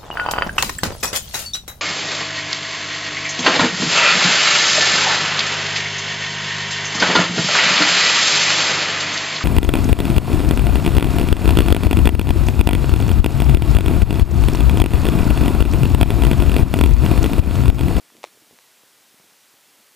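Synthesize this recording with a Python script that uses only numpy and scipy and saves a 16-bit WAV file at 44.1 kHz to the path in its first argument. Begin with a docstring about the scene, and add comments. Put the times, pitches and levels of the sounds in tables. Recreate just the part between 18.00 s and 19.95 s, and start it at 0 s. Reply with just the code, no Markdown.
"""A small cased camera rides low on a boat over a quiet lake, its microphone hissing steadily. From 0.1 s come
light ticks on the case and soft, hollow bumps, probably ripples ringing the hull and pockets of trapped air,
over a low wash. At 0.24 s something knocks once against the case, with a short scuff, a few sharp contacts
around the blow and a faint after-ring of the mount. After 0.6 s ticks and bumps grow sparse; the last tick
falls at 1.3 s, the last bump at 1.8 s."""
import sys
import numpy as np
from scipy import signal
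from scipy.fft import rfft, irfft
from scipy.io import wavfile

SR = 44100
rng = np.random.default_rng(int(sys.argv[2]) if len(sys.argv) > 2 else 0)


def log_audio(samples):
    """Write samples as a 16-bit WAV file to the path given in sys.argv[1]."""
    # one column per channel
    frames = np.atleast_2d(samples).T
    # limit to full scale, then quantise
    limited = np.clip(frames, -1, 1)
    pcm = np.round(limited * 32767).astype(np.int16)
    wavfile.write(sys.argv[1], SR, pcm)


N = 85995
TIME_S = np.arange(N) / SR

# contacts on the case: light ticks, plus the sharper contacts flanking the knock at 0.23-0.25 s: start_s,
# level_db, highpass_hz, lowpass_hz
CASE_CONTACTS = [(0.1024, -11.5, 1080, 1610), (.168, -13.5, 2500, 4500), (.2317, 2, 3200, 2700),
                 (.2320, -3, 3400, 3000), (.2326, -7, 900, 1800), (.2488, -5, 750, 4600),
                 (.273, -15, 1800, 3800), (0.566, -19, 2500, 6000), (.5883, -12.5, 1000, 4530),
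                 (1.2992, -18.5, 1410, 2600)]
# case resonances: pitch_hz, width_hz, level_db
CASE_MODES = [(562, 247, 0.5), (830, 440, -0.5), (1200, 410, -8.5), (2110, 880, -2), (3450, 460, -9),
              (4270, 610, -17.5), (6100, 1220, -2), (7500, 400, -10.5), (10000, 1200, -9)]
# after-ring of the mount: freq_hz, relative_db
MOUNT_SPECTRUM = [(150, -32), (350, 5), (600, -16), (1500, -6.5), (2500, -1.5), (4500, 13.5), (7000, -2),
                  (14000, -11)]
# rubbing surfaces: freq_hz, relative_db
SCUFF_SPECTRUM = [(60, -13), (180, 4), (320, 3.5), (500, 2), (1200, -12.5), (3800, -1), (7000, -12.5),
                  (14000, -26)]
# water slaps on the hull: start_s, level_db, lowpass_hz, slosh_decay_s, air_pitch_hz
HULL_BUMPS = [(.121, -15.5, 350, .008, 250), (.151, -13.5, 603, 0.014, 330), (.174, -21.5, 300, .01, 230),
              (.183, -10, 400, 0.0054, 258), (.213, -20, 500, .006, 380), (.269, -14, 500, 0.014, 347),
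              (0.349, -16.5, 600, .005, 364), (.373, -14.5, 700, 0.0056, 422),
              (0.421, -14.5, 400, 0.022, 310), (.475, -17.5, 500, 0.005, 370), (0.51, -7.5, 450, .006, 332),
              (.528, -10.5, 400, 0.02, 282), (0.8359, -15.5, 1500, 0.0023, 514),
              (1.143, -15, 350, 0.005, 270), (1.199, -12, 900, 0.0054, 200), (1.242, -17, 500, 0.0094, 337),
              (1.322, -17.5, 400, 0.015, 260), (1.540, -20.5, 400, 0.0041, 280),
              (1.802, -20, 300, .008, 200)]
# hull resonances: pitch_hz, width_hz, level_db
HULL_MODES = [(162, 80, -12.5), (230, 90, -6), (340, 146, -4), (410, 120, -12.5), (690, 320, -13.5)]
# water along the hull: freq_hz, relative_db
WASH_SPECTRUM = [(30, -42), (70, -9), (140, 0), (280, 10), (450, 4), (900, -5), (3000, -18), (12000, -19.5)]
# rise and fall of the wash: time_s, level_db
WASH_ENVELOPE = [(0, -62), (.08, -72.5), (.16, -61), (.32, -66), (.45, -67.5), (.55, -72), (.62, -82),
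                 (1.05, -71.5), (1.22, -66.5), (1.4, -78.5), (1.8, -68), (1.95, -87)]
# hiss common to both channels: freq_hz, relative_db
HISS_MID_SPECTRUM = [(25, -32), (45, -19), (80, -12), (150, -5.5), (320, -1.5), (750, -1), (1500, -1),
                     (2100, -1), (3000, -1.5), (6000, -3), (10000, -4.5), (15000, -6.5)]
# hiss opposite in the two channels: freq_hz, relative_db
HISS_SIDE_SPECTRUM = [(30, -8), (100, -19), (300, -2), (800, -2), (1300, -14), (2000, -39.5), (14000, -26)]


def knock(start_s=.2409, level_db=9, rebound_s=.00062, rebound_db=-7.5):
    """Force of one heavy, dull blow; the case springs back."""
    rebound = from_db(rebound_db) * impulse(start_s + rebound_s)
    blow = from_db(level_db) * (rebound - impulse(start_s))
    softened = lowpass(lowpass(blow, cutoff_hz=960), cutoff_hz=9000)
    return highpass(softened, cutoff_hz=323)


def ticks():
    """Force of the ticks and of the contacts around the knock: soft ones lose treble, small ones carry little
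    bass."""
    force = np.zeros(N)
    for start_s, level_db, highpass_hz, lowpass_hz in CASE_CONTACTS:
        softened = lowpass(lowpass(impulse(start_s), lowpass_hz), lowpass_hz)
        force += from_db(level_db) * highpass(softened, highpass_hz)
    return force


def camera_case(force, mount_gain_db=-39, mount_t60_s=.17):
    """Contacts ring the case, and the case rings its mount."""
    direct = resonate(force, CASE_MODES)
    decay = from_db(-60 * np.minimum(TIME_S / mount_t60_s, 2))
    mount_response = from_db(mount_gain_db) * decay * noise(MOUNT_SPECTRUM)
    return direct + signal.fftconvolve(direct, mount_response)[:N]


def scuff(peak_s=.2405, peak_db=-33.5, rise_fall_s=.0024):
    """Surfaces rub briefly, swelling into the knock and fading as fast."""
    envelope = np.exp(-np.minimum(np.abs(TIME_S - peak_s) / rise_fall_s, 20))
    return from_db(peak_db) * envelope * noise(SCUFF_SPECTRUM)


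def hull_bumps(slosh_db=-27, air_width_hz=50, air_gain_db=2.5):
    """Each soft slap and its trailing slosh ring the hull and a pocket of trapped air."""
    water = from_db(slosh_db) * rng.standard_normal(N)
    force, air = np.zeros(N), np.zeros(N)
    for start_s, level_db, lowpass_hz, slosh_decay_s, air_pitch_hz in HULL_BUMPS:
        age_s = TIME_S - start_s
        slosh = water * (age_s > 0) * np.exp(-np.clip(age_s / slosh_decay_s, 0, 20))
        push = from_db(level_db) * lowpass(impulse(start_s) + slosh, lowpass_hz)
        force += push
        air += resonate(push, [(air_pitch_hz, air_width_hz, air_gain_db)])
    return resonate(force, HULL_MODES) + air


def wash():
    """Water runs along the hull: low noise that swells and sinks."""
    time_s, level_db = np.transpose(WASH_ENVELOPE)
    return from_db(np.interp(TIME_S, time_s, level_db)) * noise(WASH_SPECTRUM)


def microphone_hiss(mid_db=-54.3, side_db=-86.5):
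    """Steady self-noise, nearly the same left and right."""
    mid = from_db(mid_db) * noise(HISS_MID_SPECTRUM)
    side = from_db(side_db) * noise(HISS_SIDE_SPECTRUM)
    return np.array([mid + side, mid - side])


def from_db(level_db):
    """Decibels to gain."""
    return 10 ** (np.asarray(level_db) / 20)


def noise(spectrum):
    """Coloured noise, rms 1."""
    freq_hz, relative_db = np.transpose(spectrum)
    bins_hz = np.maximum(np.arange(N // 2 + 1) * SR / N, 1)
    gain = from_db(np.interp(np.log(bins_hz), np.log(freq_hz), relative_db))
    coloured = irfft(rfft(rng.standard_normal(N)) * gain, N)
    return coloured / coloured.std()


def impulse(start_s):
    """Unit impulse."""
    x = np.full(N, 1e-18)
    x[int(start_s * SR)] = 1
    return x


def lowpass(x, cutoff_hz):
    """First-order treble cut."""
    return signal.lfilter(*signal.butter(1, cutoff_hz, fs=SR), x)


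def highpass(x, cutoff_hz):
    """Second-order bass cut."""
    return signal.lfilter(*signal.butter(2, cutoff_hz, "high", fs=SR), x)


def resonate(force, modes):
    """Damped resonances in parallel."""
    ringing = np.zeros(N)
    for pitch_hz, width_hz, level_db in modes:
        radius = np.exp(-np.pi * width_hz / SR)
        feedback = [1, -2 * radius * np.cos(2 * np.pi * pitch_hz / SR), radius ** 2]
        gain = from_db(level_db) * (1 - radius ** 2) / 2
        ringing += gain * signal.lfilter([1, 0, -1], feedback, force)
    return ringing


def scene():
    """Case and water centred; only the hiss has a little width."""
    centre = camera_case(knock() + ticks()) + scuff() + hull_bumps() + wash()
    return centre + microphone_hiss()


def record(dry, highpass_hz=50, lowpass_hz=15400):
    """The recorder cuts the deep bass and, steeply, the top."""
    top_cut = signal.ellip(12, .1, 70, lowpass_hz, fs=SR, output="sos")
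    return signal.sosfilt(top_cut, highpass(dry, highpass_hz))


dry = scene()
out = record(dry)
log_audio(out)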